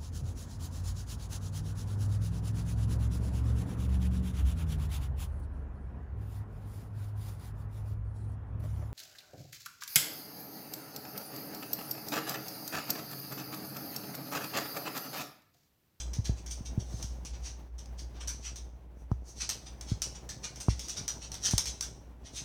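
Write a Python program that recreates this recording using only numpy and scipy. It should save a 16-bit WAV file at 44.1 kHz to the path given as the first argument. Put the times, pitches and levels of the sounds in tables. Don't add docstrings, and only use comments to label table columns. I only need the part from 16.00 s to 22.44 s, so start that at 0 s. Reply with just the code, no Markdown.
import sys
import numpy as np
from scipy import signal
from scipy.io import wavfile
from scipy.ndimage import uniform_filter1d

SR = 44100
rng = np.random.default_rng(int(sys.argv[2]) if len(sys.argv) > 2 else 0)


def generate_wav(signal):
    frames = np.transpose(np.atleast_2d(signal))
    scaled = np.clip(frames, -1, 1) * 32767
    pcm = np.round(scaled).astype(np.int16)
    wavfile.write(sys.argv[1], SR, pcm)


N = 284004
TIME = np.arange(N) / SR


def gain_of(db):
    return 10 ** (np.asarray(db) / 20)


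def unit_level(x):
    return x / np.sqrt(np.mean(x ** 2) + 1e-20)


def level_curve(points):
    return gain_of(np.interp(TIME, *np.transpose(points)))


def add(mix, time_s, sound):
    start = round(time_s * SR)
    sound = sound[max(-start, 0):]
    part = mix[max(start, 0):][:len(sound)]
    part += sound[:len(part)]


def ring(tone, tilt_db=0, ripple_db=0, size=2048):
    hz = np.fft.rfftfreq(size, 1 / SR) + 1
    tone_hz, tone_db = np.transpose(tone)
    ripple = unit_level(uniform_filter1d(rng.standard_normal(len(hz)), size=26))
    db = np.interp(np.log(hz), np.log(tone_hz), tone_db)
    db += tilt_db * np.log2(np.maximum(hz, tone_hz[0])) + ripple_db * ripple
    log_gain = np.log(gain_of(np.r_[db, db[-2:0:-1]]))
    spectrum = np.exp(np.conj(signal.hilbert(log_gain)))
    click = np.fft.ifft(spectrum).real
    return click / np.linalg.norm(click)


def noise(tone):
    white = rng.standard_normal(N + 8191)
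    return unit_level(signal.fftconvolve(white, ring(tone, size=8192), "valid"))


def flutter(depth_db, seconds):
    window = np.hanning(int(seconds * SR) + 3)
    drift = signal.fftconvolve(rng.standard_normal(N), window, "same")
    return gain_of(depth_db * unit_level(drift))


# (time [s], level [dB])
HUM_LEVELS = [(0, -39.5), (2.4, -44.5), (2.8, -48.5), (5.1, -50.5), (5.6, -48.5), (6.44, -55.5)]
def hum(pitch_hz=59.3):
    note = np.sqrt(2) * np.sin(2 * np.pi * pitch_hz * TIME)
    return note * level_curve(HUM_LEVELS) * flutter(depth_db=3.5, seconds=0.093)


# (frequency [Hz], level [dB])
AIR_TONE = [(20, -27), (45, 14), (80, 9.5), (150, -17), (300, -9.5), (700, -25), (1500, -22.5), (3500, -35),
            (5000, -78), (5900, -58.5), (7300, -72), (11000, -55.5), (16000, -47.5)]
def still_air(level_db=-60):
    return gain_of(level_db) * noise(AIR_TONE)


# (time [s], level [dB])
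SLIDE_LEVELS = [(0.0, -58.5), (0.95, -56), (1.74, -61.5), (2.08, -56.5), (2.51, -61), (2.91, -64.5),
                (3.16, -61), (3.3, -59.5), (4.2, -58), (4.32, -57.5), (5.31, -58.5), (5.45, -54.5),
                (6.17, -62), (6.44, -58)]
# (frequency [Hz], level [dB])
PLUSH_TONE = [(60, -1), (110, 13), (200, 5.5), (320, 2), (520, -2), (850, -3), (1300, -13), (2500, -18.5),
              (6000, -29.5), (12000, -31)]
def cushion(rub_db=4, bumps_db=-1, bumps_per_s=22, uneven_db=3, cutoff_hz=650):
    catches = rng.random(N) < bumps_per_s / SR
    sizes = gain_of(uneven_db * np.minimum(rng.exponential(1, N), 2)) * rng.choice([-1, 1], N)
    softened = signal.sosfilt(signal.butter(4, cutoff_hz, fs=SR, output="sos"), catches * sizes)
    bumps = unit_level(signal.oaconvolve(softened, ring(PLUSH_TONE))[:N])
    rub = noise(PLUSH_TONE) * flutter(depth_db=1.92, seconds=0.07)
    return level_curve(SLIDE_LEVELS) * (gain_of(rub_db) * rub + gain_of(bumps_db) * bumps)


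# (frequency [Hz], level [dB])
DRAG_TONE = [(300, -31), (900, -21), (1500, -18), (2700, -12), (4600, -7), (5300, -3), (5850, 3), (6300, 0),
             (7200, -12), (8900, -11), (10500, -23), (13800, -27), (14800, -28.5), (16500, -40.5)]
def add_skid(mix, peak_s, rise_s, fall_s, db, tilt_db, slips_per_s=2200, uneven_db=2.5):
    t = np.arange(-3 * rise_s, 5 * fall_s, 1 / SR)
    push = np.exp(np.where(t < 0, -(t / rise_s) ** 2, -t / fall_s))
    sizes = gain_of(uneven_db * np.minimum(rng.exponential(1, len(t)), 4)) * rng.choice([-1, 1], len(t))
    slips = unit_level(sizes * (rng.random(len(t)) < slips_per_s / SR))
    skid = signal.fftconvolve(slips * push, ring(DRAG_TONE, tilt_db, ripple_db=1.8))
    add(mix, peak_s + t[0], gain_of(db) * skid)


# (time of hardest push [s], length [s], level [dB], brightness [dB per octave])
CLAW_PUSHES = [(.004, 0.011, -37.5, -1), (0.258, 0.019, -38, -0.5), (0.384, 0.026, -53.5, -3),
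               (0.516, 0.023, -39, 2), (0.662, 0.017, -44, -0.5), (0.806, 0.017, -45, 0),
               (1.019, 0.26, -54.5, 2.5), (1.346, 0.03, -51, -6.5), (1.471, 0.061, -44, -2),
               (1.996, 0.023, -47.5, 1.5), (2.173, 0.042, -53, -9.5), (2.213, 0.018, -44.5, -5),
               (2.466, 0.05, -41.5, -2.5), (3.004, .07, -73, 12), (3.292, 0.055, -53.5, 5),
               (3.388, .04, -48.5, 0.5), (3.418, .026, -34, -2.5), (3.671, 0.019, -46.5, -3.5),
               (3.904, 0.057, -46.5, -2.5), (4.157, 0.016, -45.5, -4), (4.446, 0.018, -34.5, -3),
               (4.706, 0.033, -42, -3.5), (4.857, 0.15, -50.5, 0.5), (4.903, .025, -42.5, -0.5),
               (4.975, 0.017, -34, -3), (5.235, 0.041, -45.5, -3.5), (5.463, .044, -28.5, 0),
               (5.678, .03, -35.5, 0), (6.270, 0.036, -51.5, -3.5), (6.38, 0.054, -39, 0)]
def pushing_skids(rise_share=0.6, fall_share=0.28):
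    out = np.zeros(N)
    for time_s, length_s, db, tilt_db in CLAW_PUSHES:
        add_skid(out, time_s, rise_share * length_s, fall_share * length_s, db, tilt_db)
    return out


def fur_brushing(skids, swell_s=0.05, relative_db=-12.5):
    decay = np.exp(-1 / (swell_s * SR))
    skid_level = signal.filtfilt([1 - decay], [1, -decay], abs(skids), padtype="even", padlen=SR)
    roughness = flutter(depth_db=3, seconds=0.01)
    return gain_of(relative_db) * skid_level * noise(DRAG_TONE) * roughness


def room_echo(sound, furniture_s=0.17, walls_s=0.55, walls_db=-10, echoes_per_s=5000, dull_hz=17000):
    t = np.arange(SR * 3 // 4) / SR
    echoes = rng.choice([-1, 1], len(t)) * (rng.random(len(t)) < echoes_per_s / SR)
    echoes = echoes * (t > 0.0033)
    echoes = echoes * gain_of(4.5 * rng.standard_normal(len(t)))
    hz, slice_s, spectra = signal.stft(echoes, SR, nperseg=128)
    age = slice_s * (1 + (hz[:, None] / dull_hz) ** 2)
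    fade = gain_of(-60 * age / furniture_s) + gain_of(walls_db - 60 * age / walls_s)
    tail = signal.istft(spectra * fade, SR)[1]
    return signal.oaconvolve(sound, tail / np.linalg.norm(tail))[:N]


def moving_echoes(sound, places=7, stay_s=0.13):
    place = (TIME // stay_s) % places
    return sum(room_echo(sound * (place == k)) for k in range(places))


# (time [s], force [dB], extra level of the click that comes straight to the ear [dB])
PAW_LANDINGS = [(0.1341, -20.5, -6), (.462, -23.5, -3), (.969, -41, 6), (1.0271, -22, 4), (1.250, -23, -5),
                (1.782, -27.5, -11), (1.858, -44.5, 9.5), (2.275, -12.5, -8.5), (2.559, -24, -2),
                (3.115, -47, 6), (3.492, -14, 3), (3.4991, -16, 4.5), (3.811, -28, 6), (4.019, -11.5, 0),
                (4.291, -18.5, -3), (4.559, -26.5, -1), (4.603, -18.5, -7), (4.794, -20.5, 1),
                (4.884, -20.5, 0.5), (4.896, -20.5, 0), (5.0799, -11.5, -1), (5.318, -23.5, 3),
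                (5.342, -22, 0), (5.510, -13.5, 0.5), (5.580, -7, 6), (5.657, -18, 0), (5.809, -18, 6.5),
                (5.825, -16.5, -1)]
# (frequency [Hz], level [dB])
CLAW_TONE = [(250, -24), (800, -17), (1500, -16.5), (2700, -14), (4600, -8), (5300, -0.5), (5850, 4.5),
             (6300, 1), (7200, -10.5), (8700, -7), (10500, -18.5), (13800, -19.5), (14800, -21),
             (16500, -29)]
def claw_taps(claws=4, spread_s=0.003, later_db=-2, extra_tilt_db=0.06):
    direct, to_room = np.zeros((2, N))
    for time_s, force_db, direct_db in PAW_LANDINGS:
        tilt_db = 0.5 + 0.081 * force_db
        lags = np.r_[0, (np.arange(1, claws) - rng.random(claws - 1)) / (claws - 1)]
        for lag in lags:
            size = gain_of(force_db + direct_db + later_db * lag) * rng.choice([-1, 1])
            click = ring(CLAW_TONE, tilt_db + extra_tilt_db, ripple_db=2.5)
            add(direct, time_s + lag * spread_s, size * click)
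        add(to_room, time_s, gain_of(force_db) * ring(CLAW_TONE, tilt_db, ripple_db=3.5))
    return direct, to_room


def landing_skids(rise_s=0.005, fall_s=0.014, relative_db=-26.5):
    out = np.zeros(N)
    for time_s, force_db, _ in PAW_LANDINGS:
        add_skid(out, time_s + 2 * rise_s, rise_s, fall_s, force_db + relative_db, tilt_db=-0.5)
    return out


# (time [s], peak level [dB], top frequency [Hz])
FLOOR_BLOWS = [(0.185, -20.5, 222), (0.294, -20, 600), (0.606, -29, 295), (0.776, -19, 346),
               (.938, -30, 280), (1.041, -32.5, 302), (3.1156, -18.5, 1230), (3.9167, -20, 430),
               (4.684, -13.5, 1300), (5.011, -35, 600), (5.5357, -17.5, 1000), (6.245, -42, 550)]
# (frequency [Hz], level [dB])
BOARD_TONE = [(22, -59.5), (50, -10), (80, -1), (110, 3), (150, -4.5), (200, -8), (280, -15.5),
              (400, -21.5), (510, -30.5), (700, -24.5), (1300, -31), (4000, -65)]
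def floor_thumps(boom_hz=63, boom_db=-10, boom_fade_s=0.24, boom_delay_s=0.009):
    out = np.zeros(N)
    t = np.arange(SR // 3) / SR
    boom = np.sin(2 * np.pi * boom_hz * t) * gain_of(boom_db - 60 * t / boom_fade_s)
    for time_s, db, top_hz in FLOOR_BLOWS:
        knock = ring(BOARD_TONE, ripple_db=1.5, size=8192)
        knock = signal.sosfilt(signal.butter(4, top_hz, fs=SR, output="sos"), knock)
        add(out, time_s, gain_of(db) * knock / abs(knock).max())
        add(out, time_s + boom_delay_s, gain_of(db) * boom)
    return out


def scene(tap_echo_db=6, skid_direct_db=-3):
    taps, taps_to_room = claw_taps()
    skids = pushing_skids() + landing_skids()
    skids = skids + fur_brushing(skids)
    echoes = moving_echoes(gain_of(tap_echo_db) * taps_to_room + skids)
    paws = taps + gain_of(skid_direct_db) * skids + echoes
    return (paws + floor_thumps() + cushion() + hum() + still_air())[None]


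def record(dry, top_hz=17300):
    treble_cut = signal.firwin(255, top_hz, window=("kaiser", 9), fs=SR)
    return signal.oaconvolve(dry, treble_cut[None], "same")


dry = scene()
out = record(dry)
generate_wav(out)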